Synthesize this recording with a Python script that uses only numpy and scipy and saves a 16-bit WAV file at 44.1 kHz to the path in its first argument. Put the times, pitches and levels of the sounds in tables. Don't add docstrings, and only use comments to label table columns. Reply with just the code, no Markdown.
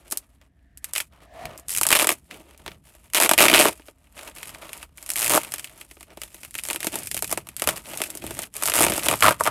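import sys
import numpy as np
from scipy import signal
from scipy.fft import rfft, irfft
from scipy.io import wavfile
from scipy.ndimage import uniform_filter1d

SR = 44100
rng = np.random.default_rng(int(sys.argv[2]) if len(sys.argv) > 2 else 0)


def dump(signal):
    limited = np.clip(np.atleast_2d(signal).T, -1, 1)
    pcm = np.round(limited * 32767).astype(np.int16)
    wavfile.write(sys.argv[1], SR, pcm)


def ratio(d):
    e = np.asarray(d, float) / 20
    return 10 ** e


N = 419302

# hz, level_db_per_hz
ROOM_SPECTRUM = [(15, -62), (25, -25), (42, -1), (65, 5.5), (141, -26.5), (232, -22), (279, -10.5),
                 (400, -43.5), (520, -64.5), (880, -120)]
ROOM_DB = -58.5

# time_s, level_db
SWING = [(0.0, -67.5), (1.38, -61.5), (1.46, -42), (1.61, -68), (1.8, -47.5), (2.59, -68), (2.67, -50),
         (2.96, -67), (3.6, -39.5), (3.84, -71.5), (4.53, -55.5), (5.08, -67), (5.35, -38.5), (5.4, -52),
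         (5.93, -66.5), (7.36, -47.5), (7.55, -61), (7.68, -40), (7.84, -59), (7.89, -49), (8.18, -58),
         (8.26, -40.5), (8.55, -61), (8.87, -31.5), (9.03, -49), (9.14, -31), (9.19, -50), (9.27, -27.5),
         (9.37, -51), (9.51, -36)]

# time_s, low_whistle_db, high_whistle_db
SLIDE = [(.54, -84.5, -81), (.62, -77, -75), (.85, -81, -68), (1.08, -85, -87), (1.2, -68, -72),
         (1.42, -39, -53), (1.66, -66, -72), (1.72, -104.5, -91)]
# hz, width_hz, level_db
SLIDE_LOW_MODES = [(684, 67, 0)]
SLIDE_HIGH_MODES = [(1750, 210, 0)]

# hz, width_hz, level_db
SHEET_LOW_MODES = [(182, 99, -0.5), (330, 56, 3.5), (420, 49, -0.5), (622.7, 129, 1), (924, 92, 1.5),
                   (1199, 290, 1)]
SHEET_HIGH_MODES = [(2244, 1250, -6), (2507, 359, 1.5), (2860, 1080, -9.5)]
# time_s, pitch_hz
FAVOURED_PITCH = [(0, 483), (1.0, 904), (1.58, 549), (1.82, 935), (2.1, 620), (2.33, 384), (3.2, 700),
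                  (3.55, 479), (4.6, 728), (5.36, 680), (6.1, 463), (6.66, 660), (6.9, 364), (7.68, 700),
                  (8.25, 330), (8.7, 800), (8.92, 444), (9.12, 610), (9.22, 1040)]
FOCUS_DB_PER_OCTAVE2 = 4.5
# hz, level_db_per_hz
FILM_SPECTRUM = [(2060, -17), (3500, -9.5), (5270, -2.5), (5690, -4.5), (8140, 3.5), (11000, 3.5),
                 (12800, 0), (15400, -13.5), (16100, -28.5), (16500, -17.5)]

# start_s, end_s, film_rustle_db, sheet_drag_db
HAND_MOVES = [(0, .1, -60, -54.5), (.11, .16, -54, -52), (.2, .35, -70, -68), (.42, .45, -74, -65.5),
              (.85, .89, -50, -52.5), (.95, 1.02, -42.5, -51.5), (1.13, 1.25, -65, -53),
              (1.35, 1.55, -62.5, -47.5), (1.55, 1.66, -64, -58), (2.17, 2.28, -66.5, -70),
              (2.31, 2.36, -53.5, -44), (2.37, 2.55, -62.5, -54.5), (2.6, 2.74, -59, -52.5),
              (2.75, 2.82, -70, -70), (2.84, 3.08, -61.5, -63.5), (3.74, 3.9, -55.5, -59),
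              (3.93, 4.16, -68.5, -66.5), (4.17, 4.31, -49.5, -46.5), (4.37, 4.5, -43.5, -46),
              (4.5, 4.67, -52, -47), (4.69, 4.76, -43, -44), (4.77, 4.84, -50.5, -51),
              (4.87, 4.96, -78, -73), (4.98, 5.15, -49.5, -55), (5.4, 5.5, -47.5, -47),
              (5.51, 5.66, -44.5, -52), (5.68, 5.85, -54, -55.5), (5.89, 6.07, -57, -67.5),
              (6.08, 6.12, -64, -50.5), (6.13, 6.2, -61, -58.5), (6.2, 6.48, -51.5, -61),
              (6.55, 6.61, -43, -57), (6.63, 6.77, -44, -54), (6.8, 6.89, -43, -47.5),
              (6.93, 7.0, -43, -39), (7.0, 7.28, -45.5, -82), (7.33, 7.4, -50, -50),
              (7.46, 7.53, -53.5, -54.5), (7.58, 7.66, -44.5, -51), (7.67, 7.73, -39, -37),
              (7.73, 7.8, -46, -47), (7.85, 7.99, -43, -45), (8.0, 8.06, -38, -45), (8.08, 8.19, -47, -47),
              (8.23, 8.3, -40.5, -40), (8.3, 8.43, -38, -41), (8.56, 8.72, -37, -42.5),
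              (8.85, 9.03, -34, -36), (9.14, 9.2, -37, -46), (9.28, 9.33, -37, -34),
              (9.4, 9.51, -42.5, -51)]
RISE_DB_PER_S, FALL_DB_PER_S = 698.5, 403
REST_FILM_DB, REST_DRAG_DB = -85, -78.5
RIP_LAG_S = 0.015
RIP_FILM_DB, RIP_DRAG_DB = -21.5, -13
HIGH_FOLLOWS_LOW, HIGH_DRAG_DB = 0.6, 3

# time_s, crack_db, low_ring_over_crack_db, high_ring_over_crack_db
LONE_SLIPS = [(0.0804, -37, -27, -28), (0.102, -31.5, -35.5, -47), (0.112, -17, -26, -29),
              (0.1207, -13.5, -25, -25), (0.124, -8.5, -19.5, -23.5), (0.1731, -7.5, -59.5, -61),
              (0.4145, -52, -4, 1), (0.7739, -25.5, -48, -28), (0.8435, -13, -47, -18.5),
              (0.9353, -12, -35, -20), (0.9527, -13, -26.5, -13.5), (0.9609, -12, -19.5, -6),
              (0.973, -15, -33, -22), (0.98, -6.5, -28, -15.5), (1.0027, -16, -36, -5.5),
              (1.0061, -15, -21.5, -11), (1.4548, -25.5, -6, -3.5), (1.5775, -23.5, -35, -38),
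              (1.5973, -29, -38, -34), (1.6841, -14, -49, -43), (1.8128, -2.5, -17.5, -24.5),
              (1.8328, -0.5, -31, -21), (1.8528, -17.5, -5.5, -7), (1.8672, -0.5, -21, -22),
              (1.8886, -4, -22.5, -20), (2.0443, -8, -5.5, -11), (2.071, -2, -17.5, -14),
              (2.1381, -29, -29, -27), (2.3109, -36.5, -22, 5.5), (2.5095, -45, -12, -4),
              (2.577, -34.5, -33, -23), (2.6623, -27.5, -2, -2.5), (2.679, -33, 1, 5.5),
              (2.717, -39.5, -3, 0), (3.1009, -40, -15.5, -11), (3.1353, -12, -19, -16),
              (3.2926, 0, -17.5, -14), (3.3129, 0, -11, -12), (3.3353, -4, -11, -11), (3.7968, -64, 25, 16),
              (3.8841, -39.5, 4.5, -3), (4.1918, -36, -19, 0), (4.277, -29, -7.5, -5),
              (4.384, -28.5, -28, -7), (4.43, -19, -23, -10), (4.456, -29, -30, -15),
              (4.4928, -25.5, -17, -12.5), (4.6927, -29, -6, -7.5), (4.7315, -21, -21, -11),
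              (4.7766, -27, -25, -33), (4.8287, -25, -12, -8), (5.0269, -23, -20, -20.5),
              (5.0627, -21, -24, -19), (5.0917, -14, -23, -20.5), (5.1028, -8, -41, -20),
              (5.1165, -13, -28, -30), (5.1358, -14, -53, -33), (5.4152, -22, -29, -12),
              (5.4338, -18.5, -18, -15), (5.4478, -22, -19, -11), (5.521, -16.5, -24, -15.5),
              (5.5389, -10, -20, -13.5), (5.5599, -25, -28, -10), (5.5827, -19, -28, -15),
              (5.5957, -19.5, -33, -12), (5.6441, -19.5, -34, -10.5), (5.673, -37, -20, 0),
              (5.696, -35, -20, -8), (5.8112, -27.5, -31, -22), (5.912, -28.5, -15.5, -10),
              (5.969, -46, 3.5, -2.5), (6.008, -27, -12, -13), (6.0293, -30.5, -19, -9.5),
              (6.1731, -30.5, -4, -8), (6.2168, -18, -17.5, -10), (6.2348, -19, -18, -15),
              (6.2774, -43, -29, -1), (6.345, -25.5, -17.5, -16.5), (6.4327, -26.5, -16, -9.5),
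              (6.4492, -23.5, -21, -12), (6.509, -28.5, -45, -19), (6.5423, -22, -48.5, -17),
              (6.5524, -17, -17, -9), (6.5871, -19, -25, -7), (6.5946, -20.5, -34, -13.5),
              (6.6366, -15.5, -36, -22), (6.652, -16.5, -22, -15), (6.663, -22, -33, -25),
              (6.6734, -21, -24, -18), (6.6867, -13.5, -18, -15.5), (6.7013, -16, -13, -5.5),
              (6.709, -11, -12.5, -13.5), (6.7312, -14, -40, -13), (6.7461, -17.5, -13.5, -24),
              (6.76, -13.5, -9.5, -12.5), (6.8048, -17.5, -33, -12), (6.8299, -15.5, -34.5, -10),
              (6.8454, -11, -13, -18), (6.8691, -6, -14, -15.5), (6.9217, -24.5, -27, -17),
              (6.9418, -17.5, -19, -15), (6.9558, -9, -14, -20.5), (6.988, -15.5, -39, -30),
              (7.0335, -21.5, -37, -21), (7.0583, -27, -37, -15), (7.0719, -15, -41, -15.5),
              (7.114, -9.5, -31, -17), (7.1448, -9.5, -20.5, -19), (7.1676, -15, -20, -13),
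              (7.1759, -13, -31, -15), (7.1913, -18.5, -25, -17), (7.224, -7.5, -17.5, -19.5),
              (7.2442, -12, -20.5, -15.5), (7.277, -19.5, -35, -19), (7.3749, -12, -8, -14),
              (7.47, -26.5, -12, -15), (7.4884, -22, -18, -14), (7.5657, -14.5, -37, -22),
              (7.5971, -16.5, -32, -15), (7.6203, -7.5, -11.5, -14.5), (7.64, -15, -12, -14),
              (7.674, -3.5, -11, -14.5), (7.6893, -4.5, -10.5, -11), (7.7735, -20.5, -21, -14),
              (7.857, -37, -21, 0), (7.9349, -25.5, -3, -7), (7.9741, -13, -34, -27),
              (8.0034, -21.5, -3, -11), (8.0173, -7, -16.5, -14.5), (8.0379, -12.5, -23, -12.5),
              (8.103, -15.5, -27, -23), (8.152, -19, -13, -28), (8.1731, -17, -41, -26),
              (8.2399, -23.5, 0, -18), (8.2658, -18.5, -13.5, -17), (8.3079, -20.5, -4.5, -9),
              (8.3483, -32, -28, -30), (8.3907, -12.5, -13, -16), (8.4195, -19, -24, -33),
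              (8.54, -24, -38, -27), (8.5662, -16, -31, -25), (8.6243, -9, -13.5, -20),
              (8.6354, -6, -21, -20), (8.6567, -3.5, -19, -20.5), (8.6757, -6.5, -13, -16.5),
              (8.6844, -11.5, -8, -9), (8.6984, -6, -17, -16), (8.7192, -16.5, -6, -6),
              (8.8658, -8.5, -4, -10.5), (8.8833, -14.5, -6, -6.5), (8.9069, -17.5, -2.5, -14),
              (8.9213, -14.5, -8, -5.5), (8.937, -12, -24, -15.5), (8.964, -13.5, -27, -22),
              (8.979, -10, -7.5, -21), (8.9934, -20, -22, -3), (9.1566, -15, -28, -32),
              (9.2069, -9, -20, -22.5), (9.2913, -7, -11, -17.5), (9.3082, -10.5, 3, -24),
              (9.4006, -19, -14, -22), (9.408, -12, 2, -31), (9.437, -10, -26, -27),
              (9.4464, -16, -18, -17)]
# first_s, last_s, slips_per_s, first_db, last_db, low_ring_over_crack_db, high_ring_over_crack_db
RIPS = [(1.694, 1.784, 92.5, -18.5, -7, -32.5, -20.5), (1.905, 1.927, 100, -4, 1, -14.5, -9.5),
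        (1.952, 1.969, 150, -3, -8.5, -13.5, -12), (1.99, 2.025, 143, -8.5, -10, -12.5, -11),
        (2.091, 2.117, 75.6, -4, -11.5, -12.5, -12), (3.147, 3.182, 190, -8, -8.5, -15.5, -11.5),
        (3.201, 3.223, 86.8, -2.5, -4, -11, -16.5), (3.234, 3.26, 140.6, -4.5, -8.5, -9.5, -12.5),
        (3.379, 3.463, 115, -2.5, -5.5, -10, -7.5), (3.483, 3.53, 72.5, -7, -10, -5, -6),
        (3.5388, 3.58, 142, -4.5, -7.5, -8.5, -6.5), (3.591, 3.684, 140, -0.5, -14, -8, -11.5),
        (5.158, 5.279, 117, -13, -6, -22.5, -16), (5.296, 5.376, 125, -6.5, -5.5, -11, -17),
        (7.295, 7.326, 100, -22.5, -5, -17, -20.5), (8.738, 8.848, 115, -7, -3, -14, -16),
        (9.034, 9.066, 160, -17.5, -9.5, -14, -15), (9.085, 9.138, 68, -6, -14.5, -6, -11.5),
        (9.2243, 9.282, 110, -5, -10.5, 0, -9.5), (9.455, 9.474, 91.5, -14, -10.5, 0.5, -13.5)]

CRACK_DECAY_S, PUSH_DECAY_S = 0.0014, 0.002
DESK_T60_S, DESK_DB = 0.055, -7.5
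WALLS_T60_S, WALLS_DB = 0.12, -29
WIDTH_DB = -25.5
TOP_HZ = 15900


def curve(time_s, values):
    return np.interp(np.arange(N) / SR, time_s, values)


def unit(x):
    return x / np.sqrt(np.mean(x ** 2))


def colour(x, points):
    hz, db = np.transpose(points)
    grid_hz = np.maximum(np.fft.rfftfreq(4096, 1 / SR), 1)
    gain_db = np.interp(np.log(grid_hz), np.log(hz), db)
    cepstrum = irfft(np.log(ratio(gain_db)))
    cepstrum[1:2048] *= 2
    cepstrum[2049:] = 0
    response = irfft(np.exp(rfft(cepstrum)))
    return signal.oaconvolve(x, response / np.sqrt(np.sum(response ** 2)))[:N]


def ring(x, modes, favoured_hz=None):
    hz, width_hz, db = (column[:, None] for column in np.transpose(modes))
    if favoured_hz is not None:
        db = db - FOCUS_DB_PER_OCTAVE2 * np.log2(hz / favoured_hz) ** 2
    power = np.sum(ratio(db) ** 2 * width_hz, axis=0) * np.pi / SR
    drive = x * ratio(db) / np.sqrt(power)
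    out = np.zeros(N)
    for k in range(len(modes)):
        b, a = signal.iirpeak(hz[k, 0], hz[k, 0] / width_hz[k, 0], SR)
        out += (-1) ** k * signal.lfilter(b, a, drive[k])
    return out


def bursts(strikes, decay_s):
    power = signal.lfilter([1], [1, -np.exp(-2 / (decay_s * SR))], strikes ** 2)
    return rng.standard_normal(N) * np.sqrt(power)


def room():
    return ratio(ROOM_DB) * colour(rng.standard_normal(N), ROOM_SPECTRUM)


def flap():
    band = signal.butter(2, [55, 190], "band", fs=SR, output="sos")
    puffs = signal.sosfilt(band, rng.standard_normal(N))
    time_s, level_db = np.transpose(SWING)
    return ratio(curve(time_s, level_db)) * unit(puffs)


def slide():
    time_s, low_db, high_db = np.transpose(SLIDE)
    friction = rng.standard_normal(N)
    low = ring(ratio(curve(time_s, low_db)) * friction, SLIDE_LOW_MODES)
    high = ring(ratio(curve(time_s, high_db)) * friction, SLIDE_HIGH_MODES)
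    return low + high


def tear(strikes, decay_s, kick=5.98):
    t60_per_decay = np.log(1000)
    desk = ratio(DESK_DB) * bursts(strikes, DESK_T60_S / t60_per_decay)
    walls = ratio(WALLS_DB) * bursts(strikes, WALLS_T60_S / t60_per_decay)
    return kick * strikes + bursts(strikes, decay_s) + desk + walls


def plastic(crack, low, high):
    low_ring = ring(low, SHEET_LOW_MODES, curve(*np.transpose(FAVOURED_PITCH)))
    low_ring = signal.sosfilt(signal.butter(2, 1700, fs=SR, output="sos"), low_ring)
    return colour(crack, FILM_SPECTRUM) + low_ring + ring(high, SHEET_HIGH_MODES)


def handling():
    moves = list(HAND_MOVES)
    for first_s, last_s, _, first_db, last_db, low_rel_db, _ in RIPS:
        mean_db = (first_db + last_db) / 2
        moves.append((first_s + RIP_LAG_S, last_s, mean_db + RIP_FILM_DB,
                      mean_db + low_rel_db + RIP_DRAG_DB))
    t = np.arange(0, N / SR, 0.002)
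    start_s, end_s, film_db, drag_db = np.transpose(moves)[:, :, None]
    rise_db = -RISE_DB_PER_S * np.maximum(start_s - t, 0)
    fall_db = -FALL_DB_PER_S * np.maximum(t - end_s, 0)

    def loudest(db, rest_db):
        return curve(t, np.maximum(np.max(db + rise_db + fall_db, axis=0), rest_db))

    return loudest(film_db, REST_FILM_DB), loudest(drag_db, REST_DRAG_DB)


def rustle(pops_per_s=500, spread_db=2.5, colour_db=4.5, hiss=0.4, rub=0.9, surge_db=2.5, surge_s=0.03):
    film_db, low_db = handling()
    high_db = film_db + HIGH_FOLLOWS_LOW * (low_db - film_db) + HIGH_DRAG_DB
    chance = rng.random((2, N))
    pops = (chance[0] < pops_per_s / SR) * ratio(-spread_db * np.log(1 - chance[1]))
    span = int(surge_s * SR)
    wander = uniform_filter1d(uniform_filter1d(rng.standard_normal(N), span), span)
    surge = ratio(surge_db * unit(wander))

    def grain(db, decay_s, noise=hiss):
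        share = ratio(colour_db * rng.standard_normal(N))
        texture = unit(tear(pops * share, decay_s)) + noise * rng.standard_normal(N)
        return ratio(db) * unit(surge * texture)

    return plastic(grain(film_db, CRACK_DECAY_S), grain(low_db, PUSH_DECAY_S, rub),
                   grain(high_db, CRACK_DECAY_S))


def rips(uneven=0.1, scatter_db=1.7, lean_db=2.2, break_db=3.0, swell_db=4.0):
    rows = []
    for first_s, last_s, slips_per_s, first_db, last_db, low_rel_db, high_rel_db in RIPS:
        along = np.linspace(0, 1, round((last_s - first_s) * slips_per_s) + 1)
        chance = rng.standard_normal((4, 32))[:, :len(along)]
        inner = along % 1 > 0
        time_s = first_s + (last_s - first_s) * along + uneven / slips_per_s * chance[0] * inner
        crack_db = first_db + (last_db - first_db) * along
        crack_db = crack_db + scatter_db * chance[1] + break_db * (along == 0)
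        low_db = low_rel_db + swell_db * (along - 0.5) + lean_db * chance[2]
        high_db = high_rel_db + lean_db * chance[3]
        rows.append([time_s, crack_db, low_db, high_db])
    return np.hstack(rows)


def snaps(film_gain_db=-9.5, low_gain_db=0.0, high_gain_db=5.5):
    slips = np.hstack([np.transpose(LONE_SLIPS), rips()])
    time_s, crack_db, low_rel_db, high_rel_db = slips
    at = np.minimum((time_s * SR).astype(int), N - 1)

    def strikes(db):
        return np.bincount(at, ratio(db), N)

    return plastic(tear(strikes(crack_db + film_gain_db), CRACK_DECAY_S),
                   tear(strikes(crack_db + low_rel_db + low_gain_db), PUSH_DECAY_S),
                   tear(strikes(crack_db + high_rel_db + high_gain_db), CRACK_DECAY_S))


def flicker(hold_s=0.026, share=0.4):
    hold = int(hold_s * SR)
    gate = np.repeat(rng.random(N // 200) < share, hold)[:N]
    waver = uniform_filter1d(rng.standard_normal(N), size=150)
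    return ratio(WIDTH_DB) * unit(waver) * uniform_filter1d(1.0 * gate, size=300)


def scene():
    mid = room() + flap() + slide() + rustle() + snaps()
    side = mid * flicker()
    return np.array([mid + side, mid - side])


def roll_off(x):
    return signal.sosfilt(signal.butter(12, 16650, fs=SR, output="sos"), x)


def record(dry):
    rounded = dry / (1 + dry ** 4) ** 0.25
    lowpass = signal.ellip(8, 0.2, 70, TOP_HZ, fs=SR, output="sos")
    cut = signal.sosfilt(lowpass, rounded)
    return roll_off(np.clip(cut, -1, 1))


dry = scene()
out = record(dry)
dump(out)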